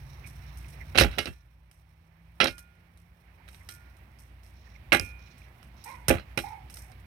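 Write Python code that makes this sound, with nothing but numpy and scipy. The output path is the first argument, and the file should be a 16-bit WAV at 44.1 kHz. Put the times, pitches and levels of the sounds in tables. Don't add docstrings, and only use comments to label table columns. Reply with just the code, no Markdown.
import sys
import numpy as np
from scipy import signal
from scipy.fft import rfft, irfft, next_fast_len
from scipy.io import wavfile
from scipy.ndimage import uniform_filter1d

SR = 44100
rng = np.random.default_rng(int(sys.argv[2]) if len(sys.argv) > 2 else 0)


def generate_wav(signal):
    frames = np.transpose(np.atleast_2d(signal))
    scaled = np.clip(frames, -1, 1) * 32767
    pcm = np.round(scaled).astype(np.int16)
    wavfile.write(sys.argv[1], SR, pcm)


N = 311340


def undb(db):
    return 10 ** (np.asarray(db) / 20)


def unit(x):
    return x / np.sqrt(np.mean(x ** 2))


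def along(table, hz):
    table_hz, values = np.transpose(table)
    return np.interp(np.log(np.maximum(hz, 1)), np.log(table_hz), values)


def colour(x, table, size=4096):
    log_gain = along(table, np.fft.rfftfreq(size, 1 / SR)) * np.log(10) / 20
    cepstrum = irfft(log_gain, size)
    cepstrum[1:size // 2] *= 2
    cepstrum[size // 2 + 1:] = 0
    response = irfft(np.exp(rfft(cepstrum)), size)
    response = response.reshape((1,) * (x.ndim - 1) + (-1,))
    return signal.oaconvolve(x, response, axes=-1)[..., :N]


def walk(rate):
    hold = int(SR / rate)
    steps = np.repeat(rng.standard_normal(N // hold + 1), hold)
    smooth = uniform_filter1d(uniform_filter1d(steps, hold), hold)
    return np.sqrt(2) * smooth[:N]


def pair(alike, late_samples=0):
    shared, own = rng.standard_normal((2, N))
    alike = np.clip(alike, 0, 1)
    left = alike * np.roll(shared, late_samples) + np.sqrt(1 - alike ** 2) * own
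    return np.array([left, shared])


def fades(times, db, t60, rise_s):
    power = np.zeros(N + SR)
    for start, level_db, fall_s in zip(times, db, t60 + 0 * times):
        i = int(start * SR)
        t = np.arange(int(min(fall_s * 1.5, 1 / 3) * SR)) / SR
        rise = np.minimum(t / rise_s, 1)
        power[i:i + len(t)] += undb(2 * (level_db - 60 * t / fall_s)) * rise ** 2
    return np.sqrt(power[:N])


def ring(modes, times, db, shake, scatter_db):
    out = np.zeros(N)
    at = (times * SR).astype(int)
    chance = rng.standard_normal((len(times), len(modes)))
    for k, (hz, mode_db, t60) in enumerate(modes):
        push = shake + np.zeros(N)
        push[at] += undb(db + scatter_db * chance[:, k]) * np.sign(chance[:, k - 1])
        r = np.exp(-np.log(1000) / t60 / SR)
        w = 2 * np.pi * hz / SR
        out += undb(mode_db) * signal.lfilter([0, r * np.sin(w)], [1, -2 * r * np.cos(w), r * r], push)
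    return out


# start_s, clatter_db, then thump_db, deck_db, treble_db and short_modes_db relative to
# clatter_db, bite_db (panel above BITE_HZ made brighter or duller), clatter_t60_s, treble_t60_s
BIT_BLOWS = [(.948, -28.5, -19, -6, -32, -20, -4, 0.36, .1),
             (.955, -17, -13.5, -10, -26, -12.5, -5.5, 0.56, .11),
             (.976, -11, -19.5, -14, -20, -13, 11, 0.027, 0.038),
             (.985, -4, -22, -25, -7, -18.5, 5, .16, 0.14),
             (.998, -8, -20, -44, -2, -15.5, 5.5, 0.12, 0.12),
             (1.01, -5.5, -18, -7.5, -10, -22.5, 1.5, 0.12, .08),
             (1.024, -35, -12.5, -2, -15, -12.5, 0.5, .12, .08),
             (1.044, -28.5, 0, 3, -30, -19.5, -8.5, 0.13, .16),
             (1.176, -37.5, -8, 6.5, -20, -21, 5, 0.077, .05),
             (1.184, -14.5, -28, -25.5, -8.5, -26.5, 2.5, 0.038, 0.085),
             (1.188, -19.5, -23.5, -9, -10, -5.5, 1, 0.18, 0.23),
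             (1.257, -31, -20.5, -5, 0.5, -9, 7, 0.1, 0.033),
             (1.27, -26, -11, -10.5, -11, -10.5, -4.5, 0.15, 0.25),
             (2.402, -10.5, -34.5, -20, -31, -4, -6.5, 0.072, 0.12),
             (2.411, -12, -37, -13, -35, 3, -10, 0.18, .11),
             (2.431, -12.5, -32.5, -9.5, -21, -11, -5.5, 0.09, 0.056),
             (2.443, -18.5, -30, -8.5, 6.5, -5, -2.5, 0.046, .016),
             (2.457, -14.5, -36, -27, -20, -38, -7, 0.04, .1),
             (2.471, -24, -29, -25, -17, -20, 11.5, 0.049, 0.18),
             (2.476, -18.5, -26.5, -14, -17.5, -17, 3.5, .083, 0.32),
             (3.689, -35, -39.5, -26.5, 6.5, -9.5, 2.5, 0.15, 0.23),
             (4.921, -7.5, -35, -17, -42.5, 0, -23.5, 0.028, 0.052),
             (4.928, -3.5, -42.5, -14, -10, -29, -31.5, 0.15, 0.16),
             (4.948, -20.5, -33, -3, -21, -18, -13.5, 0.12, .12),
             (4.997, -21.5, -13, -20, 5.5, -22, -17, 0.035, 0.014),
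             (5.011, -46, -14, -20.5, 14, -30, -8, .089, 0.29),
             (6.083, -13, -9, -14, 6.5, -18.5, -4.5, .24, 0.13),
             (6.103, -9.5, -16, -1, -23, -17.5, -22, 0.14, 0.11),
             (6.14, -31, -2, 1.5, -22, -11, -33, .12, 0.17),
             (6.17, -35, -34.5, -8, -25, -24, -23, .1, 0.14),
             (6.184, -30.5, -34, -28, -28, -19, -12, 0.051, .06),
             (6.197, -29, -30, -30, -22, -35, -5, 0.027, .03),
             (6.375, -10.5, -30, -18, -9, -23, -4, 0.079, .11),
             (6.4, -38.5, -3.5, -2, 5.5, -19.5, -1.5, .094, 0.37)]
# start_s, clatter_db, treble_db (relative to clatter_db), treble_t60_s
TIP_TOUCHES = [(0.264, -48, 8, 0.38), (.573, -50.5, 10, 0.35), (0.684, -48.5, 8, 0.27),
               (1.114, -52, 10.5, 0.095), (1.713, -54, 6.5, 0.27), (1.893, -64.5, 4.5, .046),
               (2.581, -42.5, 8, 0.14), (2.974, -57.5, 5.5, 0.24), (3.479, -46.5, -8, 0.29),
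               (3.487, -45.5, -1.5, 0.54), (3.531, -49.5, 4, 0.45), (3.546, -48.5, -7, .2),
               (3.968, -58.5, 4.5, .15), (4.188, -55.5, 10, 0.38), (4.433, -54.5, 5.5, .24),
               (4.464, -52.5, 4.5, 0.28), (5.38, -58, 7, 0.33), (5.436, -58, -3, 0.21),
               (5.629, -48.5, 0, 0.2), (5.84, -50, 18, .23), (5.879, -50.5, 10, 0.44),
               (6.699, -41.5, 3.5, .36), (6.741, -48, 17, 0.16), (6.77, -39.5, 8.5, 0.3),
               (6.918, -47.5, 1, 0.027), (6.999, -61, 7, .1)]
TOUCH_THUMP_DB, TOUCH_DECK_DB, TOUCH_MODES_DB, TOUCH_BITE_DB, TOUCH_T60_S = -31, -35.5, -21, 1, 0.082


def contacts():
    light = [(s, db, TOUCH_THUMP_DB, TOUCH_DECK_DB, treble_db, TOUCH_MODES_DB, TOUCH_BITE_DB, TOUCH_T60_S, t60)
             for s, db, treble_db, t60 in TIP_TOUCHES]
    return np.transpose(sorted(list(BIT_BLOWS) + light))


# pitch_hz, level_db, t60_s
PANEL_MODES = [(1351, -11, .09), (1642, -13, .12), (1900, -13, .09), (2024, -11, .11), (2148, -10, .16),
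               (2406, -12, .15), (2688, -5, .11), (2905, -6, .1), (3187, -13, .14), (3280, -12, .11),
               (3488, -16, .1), (3865, -14, .11), (3941, -8, .08), (4145, -13, .1), (4343, -10, .09),
               (4600, -14, .08), (4912, -15, .09), (5157, -16, .12), (5395, -15, .13), (5610, -14, .09),
               (5943, -20, .1), (6340, -23, .12), (9430, -21, .08), (10404, -17, .11), (12071, -28, .1)]
# pitch_hz, level_db, t60_s
DECK_MODES = [(194, -12, .11), (253, -8, .12), (341, -7, .12), (420, -8, .12), (535, -4, .11),
              (600, -8, .11), (700, -11, .11), (818, -9, .11), (1168, -22, .15)]
# pitch_hz, level_db, t60_s
BIT_MODES = [(5230, 1.5, 0.0087), (9140, -3.5, 0.014), (3900, -14, .012)]
PING_DB = -6.5
# pitch_hz, gain_db
CLATTER_TONE = [(410, -30.5), (700, -4.5), (1070, -11.5), (1400, 2.5), (1670, -3), (2610, 0), (3710, -10.5),
                (3860, 1.5), (4560, -26), (5500, -19), (6500, -41), (8450, -54.5), (14300, -120)]
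TREBLE_TONE = [(2650, -32.5), (4500, -11), (4570, -15.5), (5800, -1), (5950, -9.5), (7430, -13),
               (8450, -3.5), (10900, -10), (11900, -6), (14000, -13), (16300, -33)]
THUMP_TONE = [(30, -44.5), (45, -10), (60, 4), (85, -0.5), (130, -7), (200, -8), (400, -17.5), (900, -42)]
# start_s, low_song_db, high_song_db
FREE_REBOUNDS = [(1.188, -56, -64), (1.269, -65, -67), (2.404, -43.5, -45.5), (3.688, -52.5, -61.5),
                 (4.926, -41.5, -31.5), (6.375, -60, -49)]
# pitch_hz, level_db, t60_s
LOW_SONG_MODES = [(1427, 0, .75), (1758, -6, .65)]
HIGH_SONG_MODES = [(2362, -4, .7), (2461, 0, .7), (2690, -4, .3), (2148, -6, .35), (2915, -9, .2),
                   (3280, -7, .28)]
BITE_HZ = 3400


def bit_on_panel():
    s, db, thump_db, deck_db, treble_db, short_db, bite_db, t60, treble_t60 = contacts()
    grit = undb(2.0 * walk(900) + 2.5 * walk(220))

    tick = fades(s, db, .012, 0.0002)
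    chatter = grit * (0.28 * fades(s, db, t60, 0.0002) + .5 * tick)
    clatter = unit(colour(pair(0.16, late_samples=3), CLATTER_TONE)) * chatter

    bright_tick = fades(s, db + treble_db, 0.022, .0002)
    bright_tail = fades(s, db + treble_db, treble_t60, .0004)
    treble = unit(colour(pair(0.19, late_samples=19), TREBLE_TONE))
    treble = treble * grit * (0.17 * bright_tail + 0.063 * bright_tick)
    ping = ring(BIT_MODES, s, db + treble_db + PING_DB, 0, scatter_db=3.0)

    thump = colour(pair(0.62) * fades(s, db + thump_db, 0.18, 0.0036), THUMP_TONE) * undb(27)
    shake = rng.standard_normal(N) * chatter
    deck = np.array([ring(DECK_MODES, s, db + deck_db, undb(-39.5) * shake, scatter_db=0.5)
                     for port in range(2)])
    deck = .85 * deck[1] + .3 * deck

    panel = ring(PANEL_MODES, s, db + short_db, undb(-33.0) * shake, scatter_db=1.5)
    free_s, low_db, high_db = np.transpose(FREE_REBOUNDS)
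    low_song = ring(LOW_SONG_MODES, free_s, low_db, 0, scatter_db=2.94)
    high_song = ring(HIGH_SONG_MODES, free_s, high_db, 0, scatter_db=1.5)

    sheet = clatter + panel
    dull = signal.filtfilt(*signal.butter(3, BITE_HZ, fs=SR), sheet)
    latest = np.maximum(np.searchsorted(s, np.arange(N) / SR + .001) - 1, 0)
    sheet = dull + (sheet - dull) * undb(uniform_filter1d(bite_db[latest], size=90))
    return sheet + treble + ping + thump + uniform_filter1d(deck, size=9) + low_song + high_song


# start_s, length_s, level_db
TIP_SCRAPES = [(0.0, 0.93, -65.5), (0.1, 0.073, -70.5), (0.473, 0.038, -62.5), (1.118, .16, -71),
               (1.328, 0.088, -73), (2.47, 0.069, -70), (3.5, 0.46, -77.5), (4.43, .08, -74.5),
               (4.542, 0.23, -67), (5.02, .1, -63), (5.188, 0.14, -62), (5.316, 0.17, -70),
               (5.77, 0.19, -61), (6.397, 0.14, -62)]
SCRAPE_EDGE_S, SCRAPE_REST_DB = 0.016, -81
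# pitch_hz, gain_db
SCRAPE_COLOUR = [(1500, -27.5), (2300, -5.5), (3000, -14), (4000, -1.5), (4800, -12.5), (5500, 1),
                 (6400, -13), (8000, -27.5)]
# time_s, level_db
RUSTLE_LEVEL = [(0.0, -68.5), (.6, -66.5), (1.0, -67), (1.2, -65), (1.4, -79.5), (2.2, -81), (2.5, -73),
                (2.7, -79), (3.3, -79.5), (3.65, -74), (4.3, -79), (5.0, -76.5), (5.7, -77.5), (6.2, -82),
                (6.5, -67), (6.62, -78.5), (7.06, -80.5)]
# pitch_hz, gain_db
RUSTLE_COLOUR = [(5000, -29), (7500, -15), (9000, 3), (10500, -9.5), (12500, -0.5), (15500, -6)]


def rustle():
    t = np.arange(N) / SR
    grains_db = 2.0 * walk(300) + 2.0 * walk(73)
    drag = undb(SCRAPE_REST_DB)
    for s, length, db in TIP_SCRAPES:
        inside_s = np.minimum(t - s, s + length - t)
        drag = drag + undb(db) * np.clip(inside_s / SCRAPE_EDGE_S + .5, 0, 1)
    scrape = unit(colour(pair(0.16), SCRAPE_COLOUR)) * drag
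    hiss_level = undb(np.interp(t, *np.transpose(RUSTLE_LEVEL)))
    hiss = unit(colour(pair(0.13), RUSTLE_COLOUR)) * hiss_level
    return (scrape + hiss) * undb(grains_db)


# start_s, length_s, pitch_hz, level_db
TIP_SQUEAKS = [(0.234, 0.047, 2310, -44.5), (0.642, 0.025, 2260, -47), (0.797, 0.04, 2094, -39),
               (3.398, 0.017, 923, -51), (3.606, 0.018, 1980, -50.5), (4.665, .018, 1870, -48.5),
               (4.747, 0.025, 2200, -49.5), (5.272, 0.013, 2480, -52), (5.416, 0.0076, 2180, -43)]
SQUEAK_WOBBLE = 0.079


def squeaks():
    out = np.zeros(N)
    wobble = 1 + SQUEAK_WOBBLE * walk(900)
    rasp = undb(3.1 * walk(500))
    for s, length, hz, db in TIP_SQUEAKS:
        i, n = int(s * SR), int(length * SR)
        tone = np.sin(2 * np.pi * hz * np.cumsum(wobble[i:i + n]) / SR)
        out[i:i + n] += undb(db) * np.sqrt(np.hanning(n)) * rasp[i:i + n] * tone
    return out


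# start_s, length_s, top_pitch_hz, level_db
DOG_BARKS = [(5.844, .08, 527, -44), (6.426, 0.0495, 470.6, -46.5), (6.835, 0.0644, 373, -73.5)]
# pitch_hz, gain_db
THROAT_TONE = [(300, -17), (480, -19.5), (750, 20), (1000, 6.5), (1300, -9), (1700, -10.5), (2200, 4),
               (2800, -17), (4000, -37.5)]
BARK_ATTACK_S, BARK_FALL_DB_PER_S, BARK_SCOOP, BARK_SAG_PER_S = 0.019, 203.5, 0.2, 1.1


def dog():
    t = np.arange(N) / SR
    out = np.zeros(N)
    for s, length, hz, db in DOG_BARKS:
        after = np.clip(t - s - length, 0, .2)
        scoop = BARK_SCOOP * np.clip(1 - (t - s) / length, 0, 1)
        pitch = hz * (1 - scoop - BARK_SAG_PER_S * after)
        phase = np.cumsum(pitch * (1 + 0.056 * walk(200))) / SR
        voice = sum(np.cos(2 * np.pi * k * phase) for k in range(1, 9)) * undb(3.5 * walk(90))
        attack = np.clip((t - s) / BARK_ATTACK_S, 0, 1) ** 2
        out += voice * attack * undb(db - BARK_FALL_DB_PER_S * np.maximum(t - s - length, 0))
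    out = colour(out, THROAT_TONE)
    tail = np.arange(SR // 3) / SR
    echoes = rng.standard_normal((2, len(tail))) * undb(-32.5 - 60 * tail / 0.35)
    return out + signal.oaconvolve(out[None], echoes, axes=1)[:, :N]


# pitch_hz, gain_db
TOWN_TONE = [(15, -37), (25, -13.5), (76, -0.5), (154, -11), (287, -23.5), (356, -22), (397, -28.5),
             (826, -21.5), (1380, -25.5), (2250, -21), (3200, -32), (5510, -42), (7030, -50),
             (13100, -44.5), (16300, -46.5)]
# pitch_hz, likeness
TOWN_LIKENESS = [(60, 1), (130, 1), (290, 0.88), (640, 1), (1410, -1.2), (3100, -1.7), (6820, -0.36),
                 (15000, -0.5)]


def town(bass_db):
    size = next_fast_len(N)
    hz = np.fft.rfftfreq(size, 1 / SR)
    alike = np.clip(along(TOWN_LIKENESS, hz), 0, 1)
    shared, own = rfft(rng.standard_normal((2, size)))
    noise = np.array([alike * shared + np.sqrt(1 - alike ** 2) * own, shared])
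    noise = noise * undb(along(TOWN_TONE, hz))
    band = (hz > 400) & (hz < 4000)
    noise = noise / np.std(irfft(noise[1] * band, size))
    octave = np.log2(np.maximum(hz, 1) / 30)
    swell = walk(3.4)
    out = 0
    for k in range(10):
        share = np.cos(np.pi / 2 * np.clip(octave - k, -1, 1)) ** 2
        level = undb(0.27 * swell + 1.1 * walk(27) + bass_db * (k < 3))
        out = out + irfft(noise * share, size)[:, :N] * level
    return out


# pitch_hz, width_hz, level_db (before the bass change)
HUM_TONES = [(60, 8, 6), (89, 5, 0.5), (121, 3.9, -5.5)]
STEADY_HUM_HZ, STEADY_HUM_DB = 59, 9.5


def hum(bass_db):
    size = next_fast_len(N)
    hz = np.fft.rfftfreq(size, 1 / SR)
    out = 0
    for tone_hz, width_hz, db in HUM_TONES:
        peak = 1 + ((hz - tone_hz) / width_hz * 2) ** 2
        tone = irfft(rfft(rng.standard_normal(size)) / peak, size)[:N]
        out = out + undb(db + bass_db) * unit(tone)
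    core = np.sin(2 * np.pi * STEADY_HUM_HZ * np.cumsum(1 + 0.023 * walk(3.0)) / SR)
    return out + undb(STEADY_HUM_DB + bass_db) * core


# time_s, pitch_hz, level_db (before a random flutter)
ENGINE_PATH = [(0, 139, 4.5), (1.0, 150, 0.5), (2.4, 167, 3), (3.6, 174, -4), (3.85, 135, 0.5),
               (4.5, 128, -11), (7.06, 132, -5)]


def engine():
    t = np.arange(N) / SR
    s, engine_hz, engine_db = np.transpose(ENGINE_PATH)
    phase = 2 * np.pi * np.cumsum(np.interp(t, s, engine_hz)) / SR
    return np.sin(phase) * undb(np.interp(t, s, engine_db) + 2.0 * walk(6.1))


# time_s, level_db, bass_db (extra level of hum and lowest town bands)
OUTDOOR_LEVEL = [(0.0, -53.5, 0), (1.0, -53, -0.5), (1.14, -56.5, 4.5), (1.3, -66, 2), (1.73, -67.5, -1),
                 (2.5, -61.5, -2.5), (2.75, -64, -3), (3.21, -62, -3.5), (3.52, -58.5, -3), (4.5, -59, -4),
                 (5.0, -55, -1.5), (5.46, -57, -5), (6.0, -54.5, -5), (7.06, -56.5, -2.5)]


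def outdoors():
    t = np.arange(N) / SR
    s, level_rows, bass_rows = np.transpose(OUTDOOR_LEVEL)
    level_db = np.interp(t, s, level_rows)
    bass_db = np.interp(t, s, bass_rows)
    return (town(bass_db) + hum(bass_db) + engine()) * undb(level_db)


def scene():
    return undb(2.0) * bit_on_panel() + rustle() + squeaks() + dog() + outdoors()


# pitch_hz, left_minus_right_db
PORT_TONE = [(60, -1), (200, -2), (380, -3), (700, -7), (1290, -11), (2380, -21), (4400, -14), (8120, -4),
             (15000, -1)]
PORT_LAG_S, TOP_HZ = .00005, 16300


def record(dry):
    late = np.interp(np.arange(N) - round(PORT_LAG_S * SR), np.arange(N), dry[0])
    ports = np.array([colour(late, PORT_TONE), dry[1]])
    no_deep_bass = signal.butter(4, 42, "high", fs=SR, output="sos")
    rounded = np.tanh(signal.sosfilt(no_deep_bass, ports))
    no_top = signal.ellip(10, .2, 80, TOP_HZ, fs=SR, output="sos")
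    return 0.92 * signal.sosfilt(no_top, rounded)


dry = scene()
out = record(dry)
generate_wav(out)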